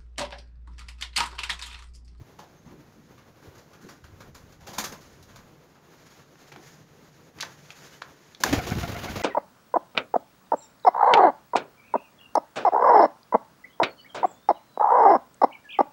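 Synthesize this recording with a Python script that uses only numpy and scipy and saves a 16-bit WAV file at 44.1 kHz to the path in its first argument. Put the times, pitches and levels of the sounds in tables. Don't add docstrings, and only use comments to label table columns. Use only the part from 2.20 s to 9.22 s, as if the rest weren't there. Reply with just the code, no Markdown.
import sys
import numpy as np
from scipy import signal
from scipy.io import wavfile

SR = 44100
rng = np.random.default_rng(int(sys.argv[2]) if len(sys.argv) > 2 else 0)


def generate_wav(sig):
    pcm = np.round(np.clip(np.atleast_2d(sig).T, -1, 1) * 32767).astype(np.int16)
    wavfile.write(sys.argv[1], SR, pcm)


N = 309582
T = np.arange(N) / SR

# frequency in Hz, relative level in dB.
HISS_SPECTRUM = [(300, -42), (1500, 0.5), (2800, -4), (4200, 1), (6500, 1), (16000, -4)]
# start in seconds, body level in dB, feather hiss level in dB,
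# fall time in seconds.
DOWNSTROKES = [(6.24, -28, -32.5, 0.049), (6.325, -20, -31.5, 0.023), (6.465, -31.5, -37, 0.022),
               (6.593, -37, -38.5, .022), (6.718, -38, -46, 0.0085), (6.839, -32, -52, 0.019),
               (6.954, -31.5, -44, 0.031)]


def amp(db):
    return 10 ** (np.asarray(db) / 20)


def evened(x):
    return x / np.sqrt(np.mean(x ** 2) + 1e-20)


def read(points, hz):
    f, value = np.transpose(points)
    return np.interp(np.log(hz + 1), np.log(f + 1), value)


def level(curve):
    return amp(np.interp(T, *np.transpose(curve)))


def add(mix, s, sound):
    part = mix[round(s * SR):][:len(sound)]
    part += sound[:len(part)]


def colour(x, spectrum, size=4096):
    log_gain = np.log(amp(read(spectrum, abs(np.fft.fftfreq(size, 1 / SR)))))
    response = np.exp(np.conj(signal.hilbert(log_gain)))
    taps = np.fft.ifft(response).real
    return signal.oaconvolve(x, taps[:size // 2])[:len(x)]


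def drift(per_s):
    knots = np.arange(N) * per_s / SR
    return evened(np.interp(knots, np.arange(N), rng.standard_normal(N)))


def noise(spectrum, grain_db=0, per_s=700):
    clumps = amp(grain_db * drift(per_s))
    return evened(colour(rng.standard_normal(N) * clumps, spectrum))


def resonate(x, hz, width):
    sharpness = max(hz / width, .4)
    return signal.lfilter(*signal.iirpeak(min(hz, SR / 3), sharpness, SR), x)


def stroke(s, rise, fall):
    build_up = np.clip((T - s) / rise, 0, 1)
    return build_up * np.exp(-np.clip((T - s - rise) / fall, 0, 20))


def swells(s, db, half):
    return sum(amp(d) * np.exp(-np.minimum(((T - at) / h) ** 2, 20)) for at, d, h in zip(s, db, half))


def crack(fall, spike=14, crisp_s=0.00062, size=2048):
    burst = rng.standard_normal(size) * np.exp(-T[:size] / fall)
    burst[0] += spike * np.exp(-fall / crisp_s)
    return burst


def sized(hit, db, fall):
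    return amp(db) * hit * np.sqrt(fall * SR) / np.linalg.norm(hit)


def room(x):
    # frequency in Hz, time in seconds to die away by 60 dB.
    decay_times = [(100, 0.9), (1000, 0.28), (4000, 0.21), (14000, 0.25)]
    taps = rng.choice([-1., 1.], SR // 2) * (rng.random(SR // 2) < .15)
    taps[:round(.004 * SR)] = 0
    hz, t, z = signal.stft(taps, SR, nperseg=256)
    fading = amp(-60 * t / read(decay_times, hz)[:, None])
    tail = signal.istft(z * fading, SR, nperseg=256)[1]
    return signal.oaconvolve(x, tail / np.linalg.norm(tail))[:N]


def room_air():
    # frequency in Hz, relative level in dB.
    air_spectrum = [(30, -21), (80, -3.5), (150, -2.5), (300, -1.5), (480, -2), (700, -8), (1100, -10),
                    (1800, -15), (3000, -21.5), (7000, -25.5), (16000, -24)]
    return amp(-57) * noise(air_spectrum, grain_db=2.5, per_s=23)


def rumble():
    # time in seconds, level in dB.
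    rumble_levels = [(0, -64), (1, -61.5), (1.7, -71), (1.9, -55.5), (3.2, -57.5), (3.45, -70), (4.6, -69),
                     (6.2, -78)]
    # frequency in Hz, relative level in dB.
    rumble_spectrum = [(15, -12), (40, -10.5), (80, -4.5), (130, -7.5), (300, -15.5), (1000, -62)]
    return level(rumble_levels) * noise(rumble_spectrum, grain_db=0.5, per_s=13)


def hum(hum_hz=148, width_hz=42):
    # time in seconds, level in dB.
    hum_levels = [(0, -61.5), (4.2, -63.5), (4.6, -54.5), (5, -62.5), (5.35, -57.5), (6.2, -68.5)]
    once = resonate(rng.standard_normal(N), hum_hz, width_hz)
    return level(hum_levels) * evened(resonate(once, hum_hz, width_hz))


def shuffling(rustle_db=-69):
    # middle in seconds, level in dB, half length in seconds.
    shuffle_swells = [(2.845, -62, 0.26), (3.908, -57.5, 0.13), (4.24, -58.5, 0.073), (4.498, -55, 0.091),
                      (4.888, -67, 0.21), (5.34, -57.5, 0.077), (5.606, -51, 0.15), (6, -62.5, 0.27)]
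    # frequency in Hz, relative level in dB.
    shuffle_spectrum = [(100, 1), (400, 8), (1100, 5), (1700, 8.5), (2700, 1), (4500, 1), (7000, 1),
                        (16000, -7.5)]
    loudness = amp(rustle_db) + swells(*np.transpose(shuffle_swells))
    return loudness * noise(shuffle_spectrum, grain_db=2.0, per_s=46)


def thumps(rows, rough):
    churn = noise([(30, -3), (300, -10.5), (700, -28), (3000, -43)])
    out = np.zeros(N)
    for s, db, hz, half in rows:
        t = T[:round(6 * half * SR)] - 3 * half
        turbulence = rough * np.roll(churn, -round(s * SR))[:len(t)]
        wave = turbulence - np.cos(2 * np.pi * hz * t)
        push = amp(db) * wave * np.exp(-(t / half) ** 2)
        out += np.interp(T, s + t, push, 0, 0)
    return out


def hand_bumps():
    # middle in seconds, level in dB, frequency in Hz, half length in seconds.
    bump_rows = [(.018, -34, 109, .007), (.47, -41, 151, .011), (1.286, -41, 100, .009),
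                 (1.385, -51, 115, .015), (1.65, -45, 176, .011), (1.85, -45, 80, .015),
                 (1.94, -44, 95, .014), (2.245, -49.5, 80, .015), (3.01, -50, 88, .02)]
    return thumps(bump_rows, rough=0.27)


def wavering(rows, waver, per_s, shimmer_db):
    bent_time = np.cumsum(1 + waver * drift(per_s)) / SR
    shimmer = evened(amp(shimmer_db * drift(per_s)))
    out = np.zeros(N)
    for s, db, hz, half in rows:
        tone = np.sqrt(2) * np.sin(2 * np.pi * hz * bent_time)
        out += swells([s], [db], [half]) * tone
    return shimmer * out


def squeaks():
    # middle in seconds, level in dB, frequency in Hz, half length in seconds.
    squeak_rows = [(.385, -71, 6400, 0.024), (.475, -71, 6300, 0.016), (.92, -76, 6450, .03),
                   (4.47, -67, 12600, .03), (5.745, -61, 2980, .018)]
    return wavering(squeak_rows, waver=0.0085, per_s=330, shimmer_db=0.5)


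def murmurs():
    # middle in seconds, level in dB, average frequency in Hz, half length in seconds.
    murmur_rows = [(.49, -51.5, 230, 0.046), (.56, -52, 291, 0.057), (.77, -58, 230, 0.055),
                   (1.66, -50, 289.6, 0.05), (2.5, -55, 220, 0.036), (4.375, -49.5, 308, 0.016)]
    return wavering(murmur_rows, waver=0.2505, per_s=300, shimmer_db=3.0)


def scuffs(ring_db=-3, width_share=0.41, rise_share=0.18):
    # start in seconds, body level in dB, grit level in dB, fall time in seconds, ring in Hz.
    scuff_rows = [(0.186, -45, -57, 0.034, 740), (.446, -56, -81, .07, 940), (.72, -63, -64, 0.026, 1360),
                  (.974, -53, -69, 0.047, 1240), (1.225, -55.5, -60.5, 0.023, 1500),
                  (1.351, -53, -58, 0.021, 1310), (1.378, -51.5, -59, .025, 524),
                  (1.53, -50, -58, 0.022, 1370), (1.606, -57.5, -58, 0.078, 1540),
                  (1.685, -47.5, -51.5, 0.028, 1390), (1.837, -52.5, -59, .032, 1350),
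                  (2.003, -45.5, -54, 0.022, 1350), (2.145, -48, -48, 0.026, 1180),
                  (2.32, -54.5, -56, 0.025, 1340), (2.399, -53, -62, 0.064, 845),
                  (2.465, -40.5, -45, 0.038, 576), (2.529, -45.5, -44.5, 0.041, 1100),
                  (2.5814, -29, -24.5, .017, 980), (2.639, -32.5, -30.5, .019, 1340),
                  (2.720, -41, -44, 0.019, 1110), (2.803, -65, -56, .05, 1400),
                  (3.025, -63, -51.5, 0.018, 1500), (3.075, -55.5, -65, 0.083, 1260),
                  (3.157, -48, -52, .021, 1120), (3.542, -55, -73, 0.04, 1060),
                  (3.991, -52, -73, 0.021, 1310), (4.317, -44, -73, 0.017, 1980),
                  (4.359, -51, -75, 0.01, 600), (5.220, -38.5, -52, 0.027, 1650)]
    # frequency in Hz, relative level in dB.
    body_spectrum = [(50, -29), (150, 5), (400, -0.5), (800, 0.5), (1600, -2.5), (2500, -7.5), (5000, -11),
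                     (16000, -19)]
    body, grit = noise(body_spectrum, grain_db=3), noise(HISS_SPECTRUM, grain_db=1.0)
    out = np.zeros(N)
    for s, body_db, grit_db, fall, hz in scuff_rows:
        ring = evened(resonate(body, hz, hz * width_share))
        ringing = evened(body + amp(ring_db) * ring)
        rise = rise_share * fall
        out += stroke(s, rise, fall) * (amp(body_db) * ringing + amp(grit_db) * grit)
    return out


def clicks(width_share=0.87, top_share=2):
    # start in seconds, level in dB, centre frequency in Hz, fall time in seconds.
    click_rows = [(4.156, -51.5, 1400, 0.0021), (4.3614, -42.5, 990, .0033), (5.1864, -43.5, 2400, 0.0037),
                  (5.2015, -35.5, 1490, 0.0023), (5.2068, -25.5, 6900, 0.00053), (5.209, -29, 4220, 0.0054),
                  (5.225, -30.5, 4600, 0.0037), (5.2296, -31.5, 1300, 0.0057),
                  (5.5044, -38.5, 2200, 0.0037), (5.818, -39.5, 1300, 0.0025), (5.821, -22.5, 1380, .0005),
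                  (5.8227, -44, 3800, 0.0032), (6.1482, -40.5, 3200, 0.0018), (6.503, -30, 6000, .0006)]
    out = np.zeros(N)
    for s, db, hz, fall in click_rows:
        tick = resonate(crack(fall), hz, hz * width_share)
        treble_limit = min(top_share * hz, SR / 3)
        tick = signal.lfilter(*signal.butter(1, treble_limit, fs=SR), tick)
        add(out, s, sized(tick, db, fall))
    return out


def gusts():
    # middle in seconds, level in dB, frequency in Hz, half length in seconds.
    gust_rows = [(6.336, -18, 283, 0.011), (6.384, -22, 98, 0.009), (6.522, -15.5, 169, 0.0031),
                 (6.56, -24.5, 189, 0.0055), (6.576, -21.5, 144, .007), (6.64, -27.5, 140, .0054),
                 (6.701, -23.5, 110, 0.008), (6.73, -30, 95, .009)]
    return thumps(gust_rows, rough=0.37)


def clap(snap_db=-13):
    # start in seconds, level in dB, fall time in seconds.
    clap_peaks = [(6.2362, -14, 0.0017), (6.2379, -10.5, 0.002)]
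    # frequency in Hz, width in Hz, relative level in dB.
    ring_modes = [(1080, 210, 3.5), (1720, 180, 7), (4200, 230, 2.5), (5700, 460, -6), (7200, 590, -6)]
    out = np.zeros(N)
    for s, db, fall in clap_peaks:
        crackle = crack(fall, spike=6.1, crisp_s=0.0017)
        ring = sum(amp(mode_db) * resonate(crackle, hz, width) for hz, width, mode_db in ring_modes)
        add(out, s, sized(amp(snap_db) * crackle + ring, db, fall))
    return out


def wing_strokes(rise_s=0.0052):
    # start in seconds, level in dB, fall time in seconds.
    unfold_row = (6.201, -42.5, 0.038)
    # frequency in Hz, relative level in dB.
    wing_spectrum = [(30, -34), (100, 6), (300, 6.5), (750, 2), (1500, -4), (2200, -5.5), (4000, -12),
                     (16000, -31)]
    body, hiss = noise(wing_spectrum, grain_db=1.5), noise(HISS_SPECTRUM, grain_db=2.0)
    open_s, open_db, open_fall = unfold_row
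    out = amp(open_db) * stroke(open_s, rise_s, open_fall) * (body + hiss)
    for s, body_db, hiss_db, fall in DOWNSTROKES:
        out += stroke(s, rise_s, fall) * (amp(body_db) * body + amp(hiss_db) * hiss)
    return out


def ruffle(lift_off_s=6.235, rise_s=.015, fall_s=3.4):
    # frequency in Hz, relative level in dB.
    plumage_spectrum = [(20, -27), (60, 9), (150, 3.5), (300, -4), (600, -7.5), (1500, -11.5),
                        (3000, -15.5), (6500, -23), (16000, -23)]
    loudness = amp(-33.5) * stroke(lift_off_s, rise_s, fall_s)
    return loudness * noise(plumage_spectrum, grain_db=3.0, per_s=150)


def whistle(waver=0.06, shimmer_db=4):
    harmonic_levels = [5, -0.5, -1, -13]
    first_s, beat_s, effort_fall_s = 6.276, .1222, .25
    base_db, base_hz, half_s = -35.5, 706, .014
    effort_db, effort_hz = 6, 42
    since = beat_s * np.arange(len(DOWNSTROKES))
    s, effort = first_s + since, np.exp(-since / effort_fall_s)
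    pitch = np.interp(T, s, base_hz + effort_hz * effort) * (1 + waver * drift(900))
    turns = np.cumsum(pitch) / SR
    tone = np.zeros(N)
    for k, part_db in enumerate(harmonic_levels):
        tone += amp(part_db + shimmer_db * drift(300)) * np.sin(2 * np.pi * (k + 1) * turns)
    loudness = swells(s, base_db + effort_db * effort, np.full(len(s), half_s))
    return loudness * evened(tone)


def scene():
    small = scuffs() + murmurs() + squeaks()
    ticks, slap = clicks(), clap()
    flight = wing_strokes() + ruffle() + whistle()
    echo = room(amp(-6.5) * small + amp(-8.5) * ticks + amp(-20) * slap + amp(-19) * flight)
    direct = amp(-0.5) * small + ticks + slap + flight
    background = room_air() + rumble() + shuffling() + hum()
    return (direct + echo + hand_bumps() + gusts() + background)[None]


def record(dry):
    # frequency in Hz, gain in dB.
    mic_colour = [(10, -6), (35, -0.5), (5800, 1), (6300, 3), (6850, 3), (7300, -3), (7800, -11.5),
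                  (9000, -10), (11500, -4.5), (15500, -5)]
    edge = signal.firwin(511, 15750, window=("kaiser", 9), fs=SR)
    return signal.oaconvolve(colour(dry[0], mic_colour), edge, "same")[None]


dry = scene()
out = record(dry)
generate_wav(out)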